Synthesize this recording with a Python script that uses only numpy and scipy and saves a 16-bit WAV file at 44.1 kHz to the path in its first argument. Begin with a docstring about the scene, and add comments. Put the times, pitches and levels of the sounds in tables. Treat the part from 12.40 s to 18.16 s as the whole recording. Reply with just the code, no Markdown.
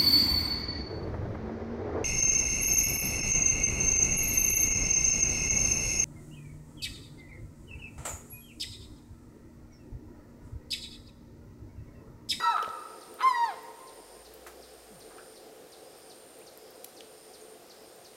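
"""A fish eagle close by throws a loud yelp, raspy as it starts, and its mate joins at once on a higher note; another follows.
Each falling yelp is a whistle with overtones through the throat; rasps are fluttering noise, and the woodland echoes them.
Throughout, a far low chorus throbs over a hiss of air, a katydid and crickets buzz in swells: shaped and banded noise.
Soon twigs snap (bursts of noise) and a small bird chips (plunging whistles), then high ticks join in.
Later a low drone rises and sinks, a faint whoop falls and a far bird peeps upward: gliding tones."""
import sys
import numpy as np
from scipy import signal
from scipy.fft import rfft, irfft, next_fast_len
from scipy.io import wavfile
from scipy.ndimage import uniform_filter1d, map_coordinates

SR = 44100
rng = np.random.default_rng(int(sys.argv[2]) if len(sys.argv) > 2 else 0)


def dump_mix(stems):
    """Bounce the given channels to the path in sys.argv[1] as a 16-bit WAV at rate SR."""
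    frames = np.atleast_2d(stems).T  # one column per channel
    limited = np.clip(frames, -1, 1)  # hard clip at full scale
    pcm = np.round(limited * 32767).astype(np.int16)
    wavfile.write(sys.argv[1], SR, pcm)


N = 254016


def amp(db):
    """Decibels to gain."""
    return 10 ** (np.asarray(db) / 20)


def unit(x):
    """Scale to rms 1."""
    return x / np.sqrt(np.mean(x ** 2) + 1e-20)


def along(points, hz):
    """Read a curve of (Hz, value) points on a log frequency axis."""
    f, v = np.transpose(points)
    return np.interp(np.log(hz + 1), np.log(f + 1), v)


def curves(rows):
    """One value per sample for each column after the time."""
    s, *cols = np.transpose(rows)
    return [np.interp(np.arange(N) / SR, s, c) for c in cols]


def gate(rows, fade_s):
    """Open from a table's first row to its last, with soft edges."""
    t = np.arange(N) / SR
    opening = np.clip((t - rows[0][0]) / fade_s + .5, 0, 1)
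    closing = np.clip((rows[-1][0] - t) / fade_s + .5, 0, 1)
    return opening * closing


def wobble(rate):
    """A smooth random curve, rate knots a second."""
    knots = rng.standard_normal(int(N * rate / SR) + 4)
    return map_coordinates(knots, [np.arange(N) * rate / SR])


def turns(hz):
    """Running phase [radians] of a frequency curve."""
    return 2 * np.pi * np.cumsum(hz) / SR


def filtered(x, response):
    """Shape the spectrum of x by a response of frequency."""
    size = next_fast_len(len(x) + SR // 4)
    spectrum = rfft(x, size) * response(np.fft.rfftfreq(size, 1 / SR))
    return irfft(spectrum, size)[:len(x)]


def noise(colour):
    """Noise of rms 1 with an (Hz, dB) spectrum."""
    return unit(filtered(rng.standard_normal(N), lambda hz: amp(along(colour, hz))))


def band(centre_hz, octaves, size):
    """Noise of rms 1 in a band that is bell-shaped over octaves."""
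    def bell(hz):
        return np.exp(-.5 * (np.log2((hz + 1) / centre_hz) / octaves) ** 2)
    return unit(filtered(rng.standard_normal(size), bell))


def add(track, s, sound):
    """Mix a short sound in at time s."""
    start = max(round(s * SR), 0)
    track[start:start + len(sound)] += sound[:N - start]


def yelp(rows, throat, jitter, level_db, overtone_db, soften_db):
    """A nearly pure whistle of the syrinx; its wavering overtones slide through the throat's resonances."""
    pitch, fundamental_db, upper_db = curves(rows)
    on = gate(rows, fade_s=.012)
    live = on > 0
    pitch = (uniform_filter1d(pitch, size=700) * (1 + jitter * wobble(350)))[live]
    phase = turns(pitch)
    # as pressure and pitch sink the membranes close more softly and the high overtones go first
    slack = 1 - pitch / pitch.max()
    knots = np.arange(len(pitch)) * 50 / SR  # 50 changes of overtone strength a second
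    overtones = 0
    for k in range(2, 15):
        waver_db = 3.5 * map_coordinates(rng.standard_normal(int(knots[-1]) + 4), [knots])
        strength_db = along(throat, k * pitch) - 9.4 * slack * max(k - 5, 0) + waver_db
        overtones = overtones + amp(strength_db) * np.sin(k * phase)
    voice = np.zeros(N)
    voice[live] = amp(fundamental_db[live] + level_db) * np.sin(phase)
    voice[live] += amp(upper_db[live] + overtone_db - soften_db * slack) * overtones
    return voice * on * amp(.5 * wobble(100))


def rasp():
    """Around the clean note the membranes flutter in uneven pulses; an open bill lets the bright part out."""
    # hoarse air as a yelp starts or breaks off: (time of peak [s], level [dB],
    # bright part before its trim [dB], rise [s], fall [s], flutter [Hz])
    hoarse_puffs = [(.005, -35, -5.5, 0.22, 0.13, 477), (0.179, -32, -10, 0.026, 0.026, 419.3),
                    (0.819, -33.5, 1, 0.032, .019, 410.7), (1.112, -51.5, 6, 0.032, 0.061, 430)]
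    # spectra of the hoarse body and of the bright part: (frequency [Hz], level [dB])
    body_colour = [(500, -40), (750, -13.5), (950, -2), (1250, 1.5), (1520, -1), (1900, -25), (2500, -34),
                   (4000, -77)]
    bright_colour = [(1000, -39), (1900, 1.5), (2400, 1), (3000, -1.5), (4000, -1.5), (5000, -23),
                     (8000, -26), (12000, -19), (16000, -45)]
    fade_db = 19  # lost over one rise or fall time
    track, t = np.zeros(N), np.arange(N) / SR
    for s, db, bright_db, rise_s, fall_s, flutter_hz in hoarse_puffs:
        cycles = np.floor(np.cumsum(flutter_hz * (1 + .06 * wobble(300))) / SR)
        # one click a cycle, uneven in strength, with breath noise
        clicks = np.diff(cycles, prepend=0) * amp(5.5 * wobble(400))
        pulses = unit(clicks) + .5 * rng.standard_normal(N)
        body = unit(filtered(pulses, lambda hz: amp(along(body_colour, hz))))
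        bright = unit(filtered(pulses, lambda hz: amp(along(bright_colour, hz))))
        distance = np.maximum((s - t) / rise_s, (t - s) / fall_s)
        shape = amp(db - fade_db * distance ** 2)
        track += shape * (body + amp(bright_db - 11.5) * bright)
    return track


def branch(x):
    """A branch by the perch mirrors the treble 4.2 ms late, so gliding overtones pass through notches."""
    def mirror(hz):
        treble = .55 * hz ** 4 / (hz ** 4 + 2200 ** 4)
        return treble * np.exp(-2j * np.pi * hz * .0042)
    return x + filtered(x, mirror)


def woods(x, build_s, near_share):
    """Nearby branches scatter first; a tree line answers a quarter second later, over a long thin tail."""
    # how long the woodland rings: (frequency [Hz], time to fall 60 dB [s])
    ring_times = [(300, 0.77), (1000, 1.98), (1400, 1.49), (2000, 2.44), (4000, 1.3), (10000, 0.33)]
    # tint of the echo: (frequency [Hz], gain [dB])
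    echo_tint = [(300, 9), (1000, -4.5), (1350, -3), (2000, -4), (4000, -2), (10000, -4)]
    hz, t, z = signal.stft(rng.standard_normal(3 * SR // 2), SR, nperseg=256)
    tree_line = 1 + 0.48 * np.exp(-((t - .26) / 0.028) ** 2)
    far = tree_line * amp(-60 * t / along(ring_times, hz)[:, None])
    near = near_share * amp(-60 * t / 0.35)
    decay = (far + near) * (1 - np.exp(-t / build_s))
    tail = signal.istft(z * decay, SR, nperseg=256)[1]
    echo = signal.fftconvolve(x, tail / np.linalg.norm(tail))[:N]
    return filtered(echo, lambda f: amp(along(echo_tint, f)))


def eagles():
    """The near bird reaches the microphone almost dry, its mate with more and duller echo."""
    # yelps, levels before each voice's trim:
    # (time [s], pitch [Hz], fundamental [dB], overtones [dB])
    first_rows = [(0, 970, -63, -36), (.03, 960, -48, -45.5), (.06, 948, -26.5, -46),
                  (.1, 934.5, -23.5, -44.5), (.122, 866, -33, -46), (.145, 745, -34.5, -61),
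                  (.175, 650, -43, -74)]
    second_rows = [(0.825, 981, -35, -37), (0.839, 1026, -23, -33), (0.849, 1046, -19.5, -43),
                   (0.873, 1054, -16.5, -38), (0.889, 1042, -19.5, -36), (0.903, 1012, -29, -35),
                   (0.915, 997.9, -22.5, -38.5), (0.927, 974, -33, -40), (0.951, 970, -33, -36),
                   (0.967, 952, -31.5, -44.5), (1.043, 932.7, -22, -35), (1.077, 874, -37.5, -43.5),
                   (1.091, 832, -31, -42.5), (1.113, 730.5, -39, -48), (1.15, 628.6, -47, -67)]
    mate_rows = [(.01, 1268, -38, -48.5), (.03, 1338, -38, -43.5), (.042, 1319, -24, -45.5),
                 (.07, 1333, -34, -46.5), (.11, 1318, -34.5, -45.5), (.14, 1288, -31, -49),
                 (.17, 1217, -29, -60), (.195, 1243, -50, -79)]
    # overtone strength through throat and open bill: (frequency [Hz], gain [dB])
    near_throat = [(1400, 13), (1900, 7.5), (2150, 6.5), (2500, 1), (2850, -16), (3150, -4), (3500, -4.5),
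                   (3850, -1.5), (4300, -3.5), (4800, 0.5), (5800, -10.5), (7000, -12), (9000, -16.5),
                   (11500, -16.5), (15000, -35)]
    mate_throat = [(2600, 3), (3950, 7.5), (5300, -9), (6600, -7.5), (9000, -31), (15000, -36)]
    first = yelp(first_rows, near_throat, jitter=0.0037, level_db=0.5, overtone_db=-3.5, soften_db=5)
    second = yelp(second_rows, near_throat, jitter=0.0032, level_db=2, overtone_db=-6.5, soften_db=18)
    mate = yelp(mate_rows, mate_throat, jitter=0.01, level_db=2.5, overtone_db=-4.5, soften_db=1)
    hoarse = rasp()
    into_woods = amp(-8.5) * first + amp(-12) * second + amp(-3) * hoarse
    echo = woods(into_woods, build_s=0.014, near_share=2.24)
    dulling = [(1400, 1.0), (2600, -6.5)]  # (frequency [Hz], gain [dB])
    mate_echo = woods(mate, build_s=0.017, near_share=2.44)
    mate_echo = filtered(mate_echo, lambda hz: amp(along(dulling, hz)))
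    return branch(first + second + hoarse) + mate + echo + mate_echo


def background():
    """A far-off low chorus throbs, with a cooing pitch in it, over a thin hiss of air."""
    # spectra of the chorus and of the air: (frequency [Hz], level [dB])
    chorus_colour = [(50, -38), (100, -23.5), (210, -16.5), (320, -9.5), (365, -5), (405, -8.5),
                     (442, -0.5), (475, -7), (520, -2), (590, -13), (660, -10.5), (740, -8), (880, -21),
                     (1050, -64), (2400, -82)]
    air_colour = [(25, -4.5), (65, 6.5), (130, 2), (900, 5.5), (1300, 5.5), (2100, 1), (3000, 0.5),
                  (4400, 0.5), (6200, -2.5), (7300, -0.5), (8000, -3), (10200, -4), (12700, -2),
                  (14200, -7.5), (15800, -9.5)]
    level_db, fade_db_per_s = -53.5, 0.33  # level at mid-scene, slow loss
    throb_db, throb_hz, throb_s = 1, 6.71, 0.12  # depth, rate, time of a crest
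    t = np.arange(N) / SR
    throb = np.cos(2 * np.pi * throb_hz * (t - throb_s))
    waver_db = 1.1 * wobble(14)
    chorus_db = level_db - fade_db_per_s * (t - t.mean()) + throb_db * throb + waver_db
    coo = amp(-8.5 + 2.3 * wobble(5)) * band(439.5, 0.02, size=N)
    chorus = noise(chorus_colour) + coo
    return amp(chorus_db) * chorus + amp(-57.5) * noise(air_colour)


def bouts(length_s):
    """The katydid's envelope: a quick start, a slow swell up to each bout's end, a short release."""
    # where each bout breaks off: (time [s])
    bout_ends = [.78, 1.83, 2.98, 4.07, 5.14, 6.22]
    attack_s, release_s, swell_db_per_s = 0.054, 0.031, 1
    left = np.array(bout_ends)[:, None] - np.arange(N) / SR  # seconds to the end of each bout
    attack = np.clip((length_s - left) / attack_s, 0, 1)
    swell = amp(-swell_db_per_s * np.maximum(left, 0))
    release = np.exp(np.minimum(left, 0) / release_s)
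    return np.sum(attack * swell * release, axis=0)


def katydid():
    """Wing strokes buzz in swelling bouts; late in each the wing rings out, a little higher in pitch."""
    # spectrum of the buzz: (frequency [Hz], level [dB])
    buzz_colour = [(4710, -24), (8000, -20.5), (8280, -13), (8450, -4), (8620, 1), (8720, -4.5), (8920, 5),
                   (9250, -11), (9500, -4.5), (9800, -26), (12700, -50), (21600, -120)]
    buzz_db, rest_db, ring_db = -64, -68, -60  # bout, between bouts, wing ring
    bout_s, ring_s = 0.814, 0.49  # length of a bout, and of the ringing last part
    strokes = 1 + .28 * np.sin(turns(77 * (1 + .01 * wobble(6))))  # about 77 strokes a second
    buzz = np.hypot(amp(buzz_db) * bouts(bout_s), amp(rest_db)) * noise(buzz_colour)
    wing = np.sin(turns(9055 + 60 * wobble(600)))
    return (buzz + amp(ring_db) * bouts(ring_s) * wing) * strokes


def crickets():
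    """Crickets, heard as noise in one narrow band, swell and ebb together."""
    # tops of the swells: (time [s])
    swell_tops = [0.549, 1.15, 1.71, 2.3, 2.91, 3.58, 4.29, 4.86, 5.42]
    swell_db, rest_db, swell_s = -66.5, -76.5, .17
    t = np.arange(N) / SR
    swells = sum(np.exp(-((t - s) / swell_s) ** 2) for s in swell_tops)
    return (amp(swell_db) * swells + amp(rest_db)) * band(5030, 0.11, size=N)


def drone():
    """A low tone rises and sinks in one arch, louder the higher it is."""
    top_s, width_s, top_hz = 2.14, .87, 63
    top_db, db_per_octave = -64.5, 13
    # octaves relative to the top of the arch
    octaves = -((np.arange(N) / SR - top_s) / width_s) ** 2 / np.log(2)
    level_db = top_db + db_per_octave * octaves + 1.1 * wobble(9.9)
    return amp(level_db) * np.sqrt(2) * np.sin(turns(top_hz * 2 ** octaves))


def twigs_and_ticks():
    """Short decaying bursts of noise, each in its own band; nearby branches scatter chiefly their treble."""
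    # dry snaps, knocks and rustles:
    # (time [s], starting level [dB], centre [Hz], width [octaves], time to fall 60 dB [s])
    snaps = [(.168, -40.5, 2700, 0.74, 0.028), (.227, -32.5, 4000, 1.5, 0.0041),
             (.2265, -33, 3080, 0.052, 0.019), (.228, -35.5, 410, 0.39, 0.043),
             (.245, -35, 2520, 0.27, 0.015), (.278, -29, 448.5, 0.467, 0.02), (.28, -49, 109.5, 0.46, .09),
             (0.29, -43.5, 3800, 0.48, .019), (2.065, -43.5, 1220, 0.67, 0.15),
             (2.068, -48, 7000, 1.1, 0.14), (2.709, -56.5, 1200, 0.44, 0.66),
             (2.783, -48, 1450, 0.17, 0.19), (2.78, -58.5, 2600, 0.28, 0.14),
             (4.175, -42, 11300, .43, 0.01), (4.444, -36.5, 11800, 0.17, .022),
             (4.4453, -33, 7000, 1.7, 0.012), (4.607, -39.5, 2580, 1.1, 0.019),
             (5.014, -50, 6400, .08, .022)]
    # faint high ticks: (time [s], starting level before the tick gain [dB])
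    high_ticks = [(0.7414, -39), (1.2311, -40), (1.939, -35), (2.593, -42), (3.5848, -44), (3.9883, -43),
                  (4.3061, -41), (5.5593, -47)]
    tick_gain_db, tick_hz, tick_octaves, tick_t60_s = -8.5, 13800, 0.26, 0.019
    ticks = [(s, db + tick_gain_db, tick_hz, tick_octaves, tick_t60_s) for s, db in high_ticks]
    track, t = np.zeros(N), np.arange(SR // 4) / SR
    for s, db, centre_hz, octaves, t60_s in snaps + ticks:
        add(track, s, amp(db - 60 * t / t60_s) * band(centre_hz, octaves, size=len(t)))
    treble = filtered(track, lambda hz: hz / (hz + 1500))
    return track + amp(-3.5) * woods(treble, build_s=0.0021, near_share=6.1)


def small_bird():
    """Each chip is a whistle that plunges about an octave in a fortieth of a second."""
    # the chips: (time [s], level before a 0.5 dB lift [dB])
    chips = [(0.225, -57), (.61, -55.5), (1.472, -56), (1.849, -55), (2.223, -55), (2.603, -54.5),
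             (2.958, -55), (3.319, -53), (3.698, -52.5), (4.066, -53), (4.565, -53), (4.935, -54),
             (5.297, -52), (5.646, -52)]
    track, t = np.zeros(N), np.arange(SR // 25) / SR
    for s, db in chips:
        life_s = .023 * np.exp(.1 * rng.standard_normal())
        shape = (1 - np.exp(-t / 0.00038)) * np.exp(-(t / life_s) ** 4)
        plunge = 5250 * np.exp(-t / .06) + 1500 * np.exp(-t / 0.00311)
        pitch = plunge * (1 + 0.0162 * rng.standard_normal())
        add(track, s, amp(db + 0.5) * shape * np.sin(turns(pitch)))
    return track + amp(2.5) * woods(track, build_s=0.0013, near_share=7.2)


def glide(rows):
    """A faint pure tone that slides in pitch and level."""
    pitch, level_db = curves(rows)
    return amp(level_db) * gate(rows, fade_s=0.028) * unit(np.sin(turns(pitch)))


def whoop():
    """A faint falling whoop: one gliding tone."""
    # (time [s], pitch [Hz], level [dB])
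    whoop_rows = [(2.49, 233, -69), (2.52, 214, -55), (2.56, 165, -57.5), (2.6, 100, -66), (2.63, 85, -80)]
    return glide(whoop_rows)


def peep():
    """A far bird's rising peep: one gliding tone."""
    # (time [s], pitch [Hz], level [dB])
    peep_rows = [(4.0, 1920, -66), (4.02, 2510, -60), (4.035, 3080, -67)]
    return glide(peep_rows)


def scene():
    """Everything reaches one microphone."""
    birds = eagles() + small_bird() + peep()
    insects = katydid() + crickets()
    return (birds + insects + twigs_and_ticks() + drone() + whoop() + background())[None]


def record(dry):
    """The recorder keeps nothing from its band limit up."""
    top_hz = 15850
    return filtered(dry[0], lambda hz: hz < top_hz)[None]


dry = scene()
out = record(dry)
dump_mix(out)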